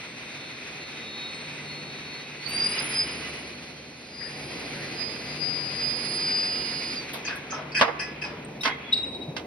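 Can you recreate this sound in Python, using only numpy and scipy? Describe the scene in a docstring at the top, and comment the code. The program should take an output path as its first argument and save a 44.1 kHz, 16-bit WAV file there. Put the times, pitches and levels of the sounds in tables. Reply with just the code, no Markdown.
"""A pump runs first: cabinet rumble, the rush of oil and a thin whine, from a step away in a workshop.
Noise bands make rumble, rush and hiss; the whine is a set of sines locked to one gliding pump shaft.
As a hydraulic ram bends a steel plate the pitch climbs, overshoots and settles; on release it runs down.
Then steel parts scrape and ring in the die, the plate clanks loose and a small piece chimes:
decaying modes struck or rubbed by short noise, with a diffuse hall tail."""
import sys
import numpy as np
from scipy import signal
from scipy.fft import irfft, next_fast_len
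from scipy.io import wavfile
from scipy.ndimage import uniform_filter1d

SR = 44100
rng = np.random.default_rng(int(sys.argv[2]) if len(sys.argv) > 2 else 0)


def put_to_file(sound):
    """Save the sound as 16-bit audio at rate SR, in the file named by the first command-line argument."""
    columns = np.atleast_2d(sound).T  # one column per channel
    safe = np.clip(columns, -1, 1)
    whole_steps = np.round(safe * 32767)
    wavfile.write(sys.argv[1], SR, whole_steps.astype(np.int16))


N = 417186
T = np.arange(N) / SR
HZ = np.fft.rfftfreq(1024, 1 / SR)  # frequency grid for decay times
EDGE_HZ = 15900  # upper band limit

# Pump noise: t/s, rumble level/dB, oil rush level/dB (both before trim)
FLOW = [(0.0, -46.5, -42), (2.0, -44, -41), (2.4, -47.5, -43), (2.52, -40, -37), (2.79, -40.5, -33.3),
        (3.25, -41, -38.5), (3.8, -47, -48), (4.08, -48, -49), (4.52, -39, -40), (5.04, -40.5, -40.5),
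        (6.52, -40, -38.0), (7.08, -42, -40), (7.67, -43, -47.0), (8.16, -42, -43), (8.55, -41, -51.5),
        (8.86, -43.5, -42), (9.14, -39, -51), (9.44, -39.5, -54)]
# Spectra of cabinet rumble, oil rush and valve hiss: f/Hz, level/dB per Hz
RUMBLE_SPECTRUM = [(25, -43), (42, -21.5), (70, -10.5), (105, -9.5), (135, -1), (180, -4), (245, -0.5),
                   (310, -3), (440, -3), (650, -8), (1000, -15), (2000, -49.5)]
RUSH_SPECTRUM = [(350, -40), (700, -8.5), (950, -7), (1400, -4.5), (1750, -3), (2050, 0.5), (2300, 3.5),
                 (2550, 3), (2900, -4.5), (3200, -6), (4200, -12.5), (5000, -21.5), (7000, -80)]
HISS_SPECTRUM = [(2500, -26), (3500, 7.5), (4100, 9), (5000, 2.5), (5700, 3.5), (6500, 3.5), (7300, -24.5),
                 (8300, -7), (9900, -7.5), (10700, -11.5), (11300, -16), (12150, -20), (12700, -47),
                 (16000, -71)]
# Motor hum and cabinet resonances: f/Hz, width/Hz, level/dB relative to the rumble
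CABINET_LINES = [(57, 1, -30), (74, 1.5, -21), (148.4, 1.8, -10.5), (243, 9, -15), (307, 5.3, -20),
                 (745, 14, -20)]
# Ringing of the pipes: f/Hz, width/Hz, level/dB relative to the rush
PIPE_LINES = [(2020, 23, -14), (2520, 38, -15)]
# Stereo image of noise: f/Hz, likeness of left and right (used within 0-1)
STEREO_LIKENESS = [(140, 1), (290, 1.02), (640, .5), (1410, 0.81), (3100, -0.25), (6800, 1), (15000, 0.56)]
# f/Hz, phase lead of the left/rad
LEFT_LEAD = [(130, 0), (1300, 0.46), (2150, 0), (2500, 1.4), (3900, -0.5), (7000, 3.5), (10000, 0.4)]
# f/Hz, left minus right/dB
PUMP_SIDES = [(200, 0.16), (380, 1.0), (700, -1.1), (2380, -0.025), (4400, -0.71), (8120, 0.3)]

# Main whine, swelling and fading in the room's standing waves: t/s, level/dB (before trim)
WHINE_LEVEL = [(0.0, -53), (0.22, -60), (0.46, -49.5), (0.68, -59), (0.85, -47), (0.96, -60), (1.12, -46),
               (1.38, -45), (1.62, -62), (1.7, -43), (2.02, -52.5), (2.16, -43.5), (2.32, -61), (2.41, -45),
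               (2.455, -45), (2.468, -31.5), (2.495, -39), (2.535, -34), (2.565, -29), (2.66, -24),
               (2.705, -39), (2.735, -26), (2.767, -45), (2.793, -26.5), (2.85, -63), (2.945, -32),
               (3.01, -22), (3.07, -44), (3.12, -39.5), (3.17, -49), (3.9, -68), (4.1, -52), (4.24, -36),
               (4.32, -47), (4.94, -50.5), (5.01, -32.5), (5.23, -47), (5.3, -40), (5.385, -47),
               (5.42, -29.5), (5.75, -36.5), (5.85, -28), (6.01, -35), (6.36, -26), (6.64, -33.5),
               (6.95, -35.5), (6.988, -33.5), (7.03, -49), (7.25, -72)]
# Where the main whine is heard from: t/s, left minus right/dB
WHINE_SIDE = [(2.3, 2), (2.46, -19), (2.54, 6), (2.58, -9), (2.67, 5), (2.81, -9), (3.0, -1), (4.0, -11),
              (4.24, 12), (4.32, -3), (4.94, 0), (5.04, -29), (5.29, 9), (5.42, 15), (5.77, 11),
              (5.86, -14), (6.01, -13.5), (6.38, 3.5), (6.64, -11), (7.0, -2)]
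# Octave of the main whine: t/s, level/dB (before the overshoot surge)
OCTAVE_LEVEL = [(0.05, -67), (1.2, -79), (1.35, -59), (2.35, -76), (2.55, -41.5), (2.9, -41), (3.8, -71.5),
                (4.4, -55), (5.3, -74), (6.15, -42), (6.25, -51.5), (6.95, -52.5)]
# Lower tone, order 15 of the shaft: t/s, level/dB
LOWER_LEVEL = [(0.0, -60), (0.46, -49.5), (0.68, -64), (0.88, -52), (1.26, -38.5), (1.35, -48.5),
               (1.6, -52.5), (2.2, -50.5), (2.4, -59), (3.1, -53), (3.33, -50), (4.2, -59), (4.9, -46.5),
               (5.48, -52.5), (6.1, -41), (6.95, -43)]
# Faint shaft orders, one for each of FAINT_ORDERS: level/dB relative to the untrimmed rush, before fading
FAINT_DB = [-14.5, -20, -19, -28, -22]

# Valve spurts, a swell of the pump's faint tenth-order tone, rubs, taps, thuds,
# ringing of the clanked plate and a floor scuff:
# t/s, level/dB, rise/s, t60/s, centre f/Hz, half-width/octaves
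SPURTS = [(2.485, -45, 0.0084, 0.089, 11000, 1), (3.19, -41.5, 0.067, 1.2, 2915, 0.0062),
          (4.19, -39.5, 0.029, 0.64, 1890, 0.22), (4.71, -41, 0.072, 1.2, 1810, 0.34),
          (7.128, -41, 0.01, 0.13, 11000, 0.28), (7.128, -36, .015, 0.18, 3500, 0.57),
          (7.28, -32.5, 0.029, 0.37, 1630, 0.18), (7.352, -49.5, .008, 0.094, 10000, 0.32),
          (7.52, -33.5, 0.0036, 0.24, 1280, 0.047), (8.446, -44, 0.0029, 0.039, 8550, 0.026),
          (8.604, -50, 0.012, 0.15, 9400, 0.4), (8.606, -42, 0.0094, 0.099, 5430, 0.027),
          (8.648, -28, 0.016, 0.18, 2070, 0.12), (8.652, -34.5, 0.014, 0.12, 289, 0.073),
          (8.69, -41, .02, 0.28, 3300, .02), (8.712, -34.5, 0.016, 0.21, 2090, 0.05),
          (8.8, -41.5, 0.12, 0.24, 3380, 0.016), (9.265, -31, 0.03, 0.092, 153, 0.28)]
# Clanks: t/s, level/dB, rise/s, ring factor, tilt/dB per octave,
# left minus right in the lows/dB, pitch factor of the clear modes
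CLANKS = [(7.131, -37, 0.012, 1.6, -5, -2, 1), (7.272, -34, 0.0058, 3.3, 3.5, 5, 1),
          (7.522, -34.5, 0.0067, 5.8, -1.5, 4, 0.93), (7.575, -37.5, 0.0056, 1.5, -4, 4, 1),
          (7.792, -28, .004, 1.2, 4, -2, 0.97), (7.8105, -12, 0.0014, 0.67, 2, -2, 0.99),
          (7.817, -14.5, 0.0026, 0.68, -3, -3, 0.98), (7.868, -24, 0.021, 0.43, -3, -12, 1),
          (8.236, -37.5, 0.0072, 5.2, 0.5, 2, 0.87), (8.630, -27, 0.006, 0.81, 11.5, -5, 0.93),
          (8.643, -19.5, 0.016, 0.95, 2.5, -7, 0.96), (8.674, -26.5, 0.0025, 0.67, 3.5, -8, 0.98),
          (9.363, -29.5, 0.0034, 0.87, 7, -16, 0.95)]
# Plate on the bed, spectrum: f/Hz, level/dB per Hz
PLATE_SPECTRUM = [(45, -60), (120, -33), (230, -5), (330, -11), (420, -14.5), (520, -5), (980, 1),
                  (1320, -1.5), (1600, -4), (2300, -7.5), (3000, -7.5), (4000, -11), (5500, -14),
                  (7300, -30.5), (10000, -36), (15500, -57)]
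# Its ring time before the ring factor: f/Hz, t60/s
PLATE_T60 = [(200, 0.11), (600, 0.21), (2200, 0.22), (5000, 0.12), (12000, 0.15)]
# Its clear modes before ring and pitch factors: f/Hz, t60/s, level/dB added to the spectrum
PLATE_MODES = [(257.4, 0.12, 1), (473, 0.33, 2), (680, 0.16, 5.5), (957, 0.12, 2), (1113, 0.14, 4),
               (1586, 0.1, 7.5), (1720, 0.21, 3), (2180, 0.25, 4.5), (2800, 0.1, 7.5), (3400, 0.16, 5)]
# Steel sliding in the die: t/s, level/dB, rise/s, t60/s, favoured f/Hz, boost there/dB
SCRAPES = [(7.245, -33.5, 0.0086, 0.08, 6450, 30), (7.253, -34.5, 0.011, 0.13, 4560, 26),
           (7.266, -30, 0.0074, 0.26, 2560, 19), (7.499, -34.5, 0.012, 0.12, 6400, 27),
           (7.537, -40, 0.008, 0.1, 5700, 22), (7.716, -40, 0.0065, 0.08, 4560, 19),
           (7.743, -23.5, 0.01, 0.18, 2600, 4), (7.759, -23.5, 0.01, 0.11, 4600, 6),
           (7.770, -24, 0.011, 0.11, 1750, 8), (7.988, -28.5, 0.013, 0.23, 5600, 5),
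           (8.018, -35, 0.0087, 0.1, 2000, 13), (8.212, -29.5, 0.0098, 0.081, 2600, 4.5),
           (8.233, -35.5, 0.0056, 0.18, 5400, 9)]
# Modes of the steel die: f/Hz (before detuning), level/dB (before the boost), t60/s
DIE_MODES = [(1700, 0, 0.28), (1995, -4, 0.42), (2524, 2, 0.13), (2556, -5.5, 0.36), (3155, -11.5, 0.1),
             (4540, -13, 0.11), (4945, -16, 0.27), (5005, -2.5, 0.23), (5115, -8.5, 0.26),
             (5600, -13, 0.11), (6110, -17, 0.16), (6250, -17.5, 0.059), (7900, -20, 0.08),
             (10350, -21.5, 0.053)]
# Touches of the small steel piece, then late swells of its ringing tail:
# t/s, level/dB, rise/s, pitch factor
CHIMES = [(8.605, -33.5, 0.0084, 0.98), (8.921, -15.5, 0.013, 0.99), (8.963, -23.5, 0.015, 0.99),
          (9.022, -40, 0.012, 0.996), (9.07, -46, 0.014, 0.996), (9.141, -34.5, 0.0084, 0.99),
          (9.207, -36.5, 0.021, 0.99)]
# Its modes before the pitch factor: f/Hz, level/dB, t60/s
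CHIME_MODES = [(2825, -17, 0.081), (3870, 5.5, 0.074), (3870, -9, 0.06), (5160, -22, 0.062),
               (7800, -40, 0.054), (8400, -22, 0.12)]
# Decay of the hall: f/Hz, t60/s
HALL_T60 = [(150, 0.17), (1000, 1), (3000, 0.34), (10000, 0.29)]

# The ram takes up the load, and is released
LOAD_S, RELEASE_S = 2.402, 6.958
# Pitch of the main whine: idling, creeping up, then under load
IDLE_HZ, CREEP_HZ_PER_S, LOADED_HZ = 4212, 46, 4906
# Time constant of the climb, one overshoot, and the run-down
CLIMB_S, OVERSHOOT_HZ, OVERSHOOT_AFTER_S, RUN_DOWN_HZ_PER_S = 0.143, 100, 0.52, 5600
# Orders of the pump shaft
LOWER_ORDER, MAIN_ORDER, FAINT_ORDERS = 15, 17, (10, 11, 14, 16, 18)
# Left minus right of the lower tone under load; lift of the octave at the overshoot
LOWER_SIDE_DB, OCTAVE_SURGE_DB = -11, 2.5
# Idling gives way to load over the first; the side tones die at the second on release
HANDOVER_S, RUN_DOWN_DB_PER_S = 0.2, 400
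# In a standing-wave node the loaded whine flutters: below this level, fully this much lower, this deep
NODE_DB, NODE_RANGE_DB, NODE_FLUTTER = -39.5, 17, 0.32
# A wall echo beats with the gliding whine, which also wavers more in level
ECHO_S, ECHO_SHARE, GLIDE_FLUTTER = 0.0417, 0.62, 0.12
# Valve hiss: share of the rush's swells, offset, build-up with pressure
HISS_FOLLOWS, HISS_DB, HISS_BUILD_DB_PER_S = 0.72, -18, 0.58
# It falls to a resting level over this time on release
HISS_REST_DB, VALVE_SHUT_S = -59, 0.8
# High sizzle while the ram presses: start, level, centre and half-width
SIZZLE_S, SIZZLE_DB, SIZZLE_HZ, SIZZLE_WIDTH_HZ = 4.33, -59, 10600, 160


def amp(db):
    """Decibels to gain."""
    return 10 ** (np.asarray(db) / 20)


def unit(x):
    """Scales to rms 1."""
    return x / np.sqrt(np.mean(abs(x) ** 2) + 1e-20)


def crest(x):
    """Scales a stereo hit so that its loudest 10 ms have rms 1."""
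    power = uniform_filter1d((x ** 2).mean(0), SR // 100)
    return x / np.sqrt(power.max() + 1e-20)


def read(points, hz):
    """Reads a spectrum on a log-frequency axis."""
    f, value = np.transpose(points)
    return np.interp(np.log(hz + 1), np.log(f + 1), value)


def curves(rows):
    """Each column of a time table, at every sample."""
    s, *columns = np.transpose(rows)
    return [np.interp(T, s, c) for c in columns]


def add(mix, s, sound):
    """Mixes a stereo sound in at time s."""
    part = mix[:, round(s * SR):][:, :sound.shape[1]]
    part += sound[:, :part.shape[1]]


def pan(db):
    """Left and right gains of constant power, from left minus right in dB."""
    g = amp(np.array([db, -db]).reshape(2, -1) / 2)
    return g / np.sqrt((g ** 2).mean(0))


def wander(hz):
    """Slow complex random motion of rms 1, with a bell-shaped spectrum about hz wide."""
    hop = 20  # samples between drawn points
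    f = np.fft.fftfreq(next_fast_len(N // hop + 2), hop / SR)
    z = np.fft.ifft(np.exp(-(f / hz) ** 2 / 2 + 2j * np.pi * rng.random(len(f))))
    return unit(np.interp(np.arange(N) / hop, np.arange(len(f)), z))


def noise(colour_db, size):
    """Stereo noise of a given colour; likeness and phase lead of the sides vary with frequency."""
    padded = next_fast_len(size)
    f = np.fft.rfftfreq(padded, 1 / SR)
    left, other = np.exp(2j * np.pi * rng.random((2, len(f))))
    same = np.clip(read(STEREO_LIKENESS, f), 0, 1)
    right = (same * left + np.sqrt(1 - same ** 2) * other) * np.exp(-1j * read(LEFT_LEAD, f))
    return unit(irfft(np.array([left, right]) * amp(colour_db(f)), padded)[:, :size])


def swell(t, rise, t60):
    """Rises smoothly, then dies away."""
    attack = np.sin(np.pi / 2 * np.minimum(t / rise, 1)) ** 2
    return attack * np.exp(-np.log(1000) * np.maximum(t - rise, 0) / t60)


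def fade(x, t60):
    """Lets each band die at its own speed; t60 is given at HZ."""
    hz, t, z = signal.stft(x, SR, nperseg=256)
    z = z * np.exp(-np.log(1000) * t / np.interp(hz, HZ, t60)[:, None])
    return signal.istft(z, SR, nperseg=256)[1][:, :x.shape[1]]


def workshop(x):
    """A diffuse tail from the hall, arriving just after the direct sound; highs and lows die sooner."""
    t = np.arange(SR) / SR
    onset = np.clip(t / 0.014 - .5, 0, 1)
    tail = fade(rng.standard_normal((2, SR)) * onset, read(HALL_T60, HZ))
    return signal.fftconvolve(x, tail / np.linalg.norm(tail[0]), axes=1)[:, :N]


def pump(rumble_db=-0.05, rush_db=0.26, churn_db=1.38):
    """The cabinet rumbles and hums; churning oil rushes in the pipes and hisses in the valve."""
    rumble, rush = curves(FLOW)
    shut = np.clip((T - RELEASE_S) / VALVE_SHUT_S, 0, 1)
    build = HISS_BUILD_DB_PER_S * np.maximum(T - LOAD_S, 0)
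    open_hiss = HISS_FOLLOWS * rush + HISS_DB + build
    hiss = (1 - shut) * open_hiss + shut * HISS_REST_DB
    churn = churn_db * wander(14.6).real

    def layer(spectrum):
        halves = np.array([[.5], [-.5]])
        return noise(lambda f: read(spectrum, f) + halves * read(PUMP_SIDES, f), N)

    def hum(lines):
        # a slow random envelope gives each line its width
        return sum(amp(db) * np.sqrt(2) * (wander(width / 2) * np.exp(2j * np.pi * hz * T)).real
                   for hz, width, db in lines)

    body = amp(rumble + rumble_db) * (layer(RUMBLE_SPECTRUM) + hum(CABINET_LINES))
    oil = amp(rush + rush_db + churn) * (layer(RUSH_SPECTRUM) + hum(PIPE_LINES))
    return body + oil + amp(hiss + churn) * layer(HISS_SPECTRUM)


def surge():
    """The overshoot of the pump after it takes up the load: one hump, 0-1."""
    u = np.maximum(T - LOAD_S, 0) / OVERSHOOT_AFTER_S
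    return (u * np.exp(1 - u)) ** 7


def pitch():
    """The whine creeps up while idling, climbs to its loaded pitch, and runs down on release."""
    idle = IDLE_HZ + CREEP_HZ_PER_S * np.minimum(T, LOAD_S)
    load = 1 - np.exp(-np.maximum(T - LOAD_S, 0) / CLIMB_S)
    run_down = RUN_DOWN_HZ_PER_S * np.maximum(T - RELEASE_S, 0)
    return np.maximum(idle + load * (LOADED_HZ - idle) + OVERSHOOT_HZ * surge() - run_down, 0)


def whine(flutter=0.13, flutter_hz=34, skirt_db=-25, strain_skirt_db=-14, skirt_hz=210, whine_db=0.5,
          waver_hz=1.76, smear_db=-17, fading_share=0.9, fading_hz=3.5):
    """Pump orders share one shaft phase; strain adds grainy skirts, and glides beat with an echo."""
    hz = pitch()
    phase = 2 * np.pi * np.cumsum(hz + waver_hz * wander(6.14).real) / SR / MAIN_ORDER
    slope = np.gradient(uniform_filter1d(hz, SR // 20)) * SR  # Hz per second
    gliding = np.tanh(abs(slope) / 700)
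    depth = flutter + GLIDE_FLUTTER * gliding
    echo = ECHO_SHARE * (T < RELEASE_S) * gliding ** 3
    skirt = amp(skirt_db) + amp(strain_skirt_db) * np.maximum(gliding, surge())

    def tone(depth, order):
        delayed = np.exp(-2j * np.pi * hz * order / MAIN_ORDER * ECHO_S)
        beat = (1 + echo * delayed) / np.sqrt(1 + echo ** 2)
        shared = beat * (1 + depth * wander(flutter_hz))
        field = np.array([shared + skirt * wander(skirt_hz) for side in range(2)])
        left_lead = np.exp(1j * np.array([[.7], [0]]))
        carrier = np.exp(1j * order * phase) * left_lead
        return np.sqrt(2 / (1 + depth ** 2)) * (field * carrier).real

    def fading():
        # slow drift through the standing waves, in dB
        return fading_share * 20 * np.log10(abs(wander(fading_hz)) + 0.044)

    loaded = np.clip((T - LOAD_S) / HANDOVER_S + 1, 0, 1)
    level_db = curves(WHINE_LEVEL)[0] + whine_db
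    node = loaded * np.clip((NODE_DB - level_db) / NODE_RANGE_DB, 0, 1)
    sides = pan(curves(WHINE_SIDE)[0])
    main = amp(level_db) * sides / sides.mean(0) * tone(depth + NODE_FLUTTER * node, MAIN_ORDER)
    octave_db = curves(OCTAVE_LEVEL)[0] + OCTAVE_SURGE_DB * surge()
    octave = amp(octave_db) * tone(depth + 0.56, 2 * MAIN_ORDER)
    lower_gain = amp(curves(LOWER_LEVEL)[0]) * pan(LOWER_SIDE_DB * loaded)
    lower = lower_gain * tone(depth + 0.12, LOWER_ORDER)
    rush_db = curves(FLOW)[1]
    faint = sum(amp(rush_db + db + fading()) * tone(depth + 0.41, order)
                for order, db in zip(FAINT_ORDERS, FAINT_DB))
    run_down = amp(-RUN_DOWN_DB_PER_S * np.maximum(T - RELEASE_S, 0))
    direct = main + (octave + lower + faint) * run_down
    # the hall still holds the pitch that a gliding tone has just left
    return direct + amp(smear_db) * workshop(direct * gliding)


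def spurt(level_db, rise, t60, centre_hz, octaves, edge_db=7):
    """A short swell of noise in one band: a hiss, a rub or a scuff if wide, a tone or ring if narrow."""
    t = np.arange(SR // 2) / SR

    def colour_db(f):
        away = abs(np.log2((f + 1) / centre_hz))
        return -20 * np.log10(1 + (away / octaves) ** 2) - edge_db * away

    return amp(level_db) * crest(noise(colour_db, len(t)) * swell(t, rise, t60))


def sizzle():
    """A thin band of hiss that sets in as the ram presses and ends on release."""
    pressing = uniform_filter1d(1.0 * ((T > SIZZLE_S) & (T < RELEASE_S)), SR // 10)

    def colour_db(f):
        return -20 * np.log10(1 + ((f - SIZZLE_HZ) / SIZZLE_WIDTH_HZ) ** 2)

    return amp(SIZZLE_DB) * pressing * noise(colour_db, N)


def clank(level_db, rise, ring, tilt_db, side_db, tuning, modes_db=-3, panel_hz=1500):
    """A blow rings the crowded, quickly damped modes of plate and bed; a few stand out."""
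    t = np.arange(SR // 2) / SR

    def colour_db(f):
        # the low modes of the panels radiate to one side
        lean_db = np.array([[.5], [-.5]]) * side_db / (1 + (f / panel_hz) ** 2)
        return read(PLATE_SPECTRUM, f) + tilt_db * np.log2(np.clip(f, 300, 6000) / 1000) + lean_db

    body = fade(noise(colour_db, len(t)), ring * read(PLATE_T60, HZ))
    clear = 0
    for hz, t60, db in PLATE_MODES:
        # the sides differ in phase more towards the treble
        phase = 2 * np.pi * rng.random() + rng.standard_normal((2, 1)) * hz / 1200
        decay = np.exp(-np.log(1000) * t / (t60 * ring))
        clear = clear + amp(db + colour_db(hz)) * np.sin(2 * np.pi * hz * tuning * t + phase) * decay
    attack = np.minimum(t / rise, 1) ** 2
    return amp(level_db) * crest((unit(body) + amp(modes_db) * unit(clear)) * attack)


def scrape(level_db, rise, t60, favoured_hz, favour_db, favour_octaves=0.088, knock_db=-8,
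           grit_db=-2, grit_width_hz=260, detune=0.0061, soft_s=0.0032):
    """Tiny slips ring the die; while the parts touch, its modes are damped to broad gritty bands."""
    t = np.arange(SR // 2) / SR
    stroke = swell(t, rise, t60)
    slips = rng.standard_normal((2, len(t))) * stroke
    slips = (slips + 0.14 * slips[::-1]) / np.linalg.norm(stroke)  # a little of each side in the other
    slips[:, round(rise / 2 * SR)] += amp(knock_db)  # the parts knock together
    modes = []
    ringing = 0
    for hz, db, ring in DIE_MODES:
        # each contact point favours the modes near one frequency
        boost_db = favour_db / (1 + (np.log2(hz / favoured_hz) / favour_octaves) ** 2)
        gain = amp(db + boost_db)
        modes.append((hz, gain))
        tuned_hz = hz * (1 + detune * rng.uniform(-1.06, 1))
        mode = np.sin(2 * np.pi * tuned_hz * t) * swell(t, soft_s, ring)
        ringing = ringing + gain * unit(signal.fftconvolve(slips, mode[None], axes=1)[:, :len(t)])

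    def grit_colour_db(f):
        power = sum((gain / (1 + ((f - hz) / grit_width_hz) ** 2) ** 2) ** 2 for hz, gain in modes)
        return 10 * np.log10(power)

    grit = noise(grit_colour_db, len(t)) * stroke
    return amp(level_db) * crest(unit(ringing) + amp(grit_db) * unit(grit))


def chime(level_db, rise, tuning, lead=0.81, rasp_db=-16, chatter_db=-13, hang_db=-12.0,
          hang_t60=0.64, hang_delay=0.035):
    """A few clear modes of a small steel piece swell up with a brief rasp; their echo hangs on, beating."""
    t = np.arange(SR) / SR
    left_lead = np.array([[lead], [0]])  # radians
    ring = crest(sum(amp(db) * swell(t, rise, t60) * np.sin(2 * np.pi * hz * tuning * t + left_lead)
                     for hz, db, t60 in CHIME_MODES))
    hang = rng.standard_normal((2, SR)) * swell(t, hang_delay, hang_t60)
    echo = signal.fftconvolve(ring, hang, axes=1)[:, :SR]
    out = ring + amp(hang_db) * crest(echo)
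    add(out, 0, spurt(rasp_db, rise, 0.11, 4100, 0.17))
    # chatter of a dragging touch broadens the main mode
    add(out, 0, spurt(chatter_db, rise, 0.3, CHIME_MODES[1][0] * tuning, 0.044))
    return amp(level_db) * pan(1.6) * out


def scene(hall_db=-18):
    """The running pump, and the steel parts and short swells with their hall tail."""
    events = np.zeros((2, N))
    for table, source in ((SPURTS, spurt), (CLANKS, clank), (SCRAPES, scrape), (CHIMES, chime)):
        for s, *row in table:
            add(events, s, source(*row))
    return pump() + whine() + sizzle() + events + amp(hall_db) * workshop(events)


def record(dry):
    """Clips whatever exceeds full scale, then cuts everything above the band limit."""
    low_pass = signal.firwin(511, EDGE_HZ, window=("kaiser", 9), fs=SR)
    return signal.oaconvolve(np.clip(dry, -1, 1), low_pass[None], "same")


dry = scene()
out = record(dry)
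put_to_file(out)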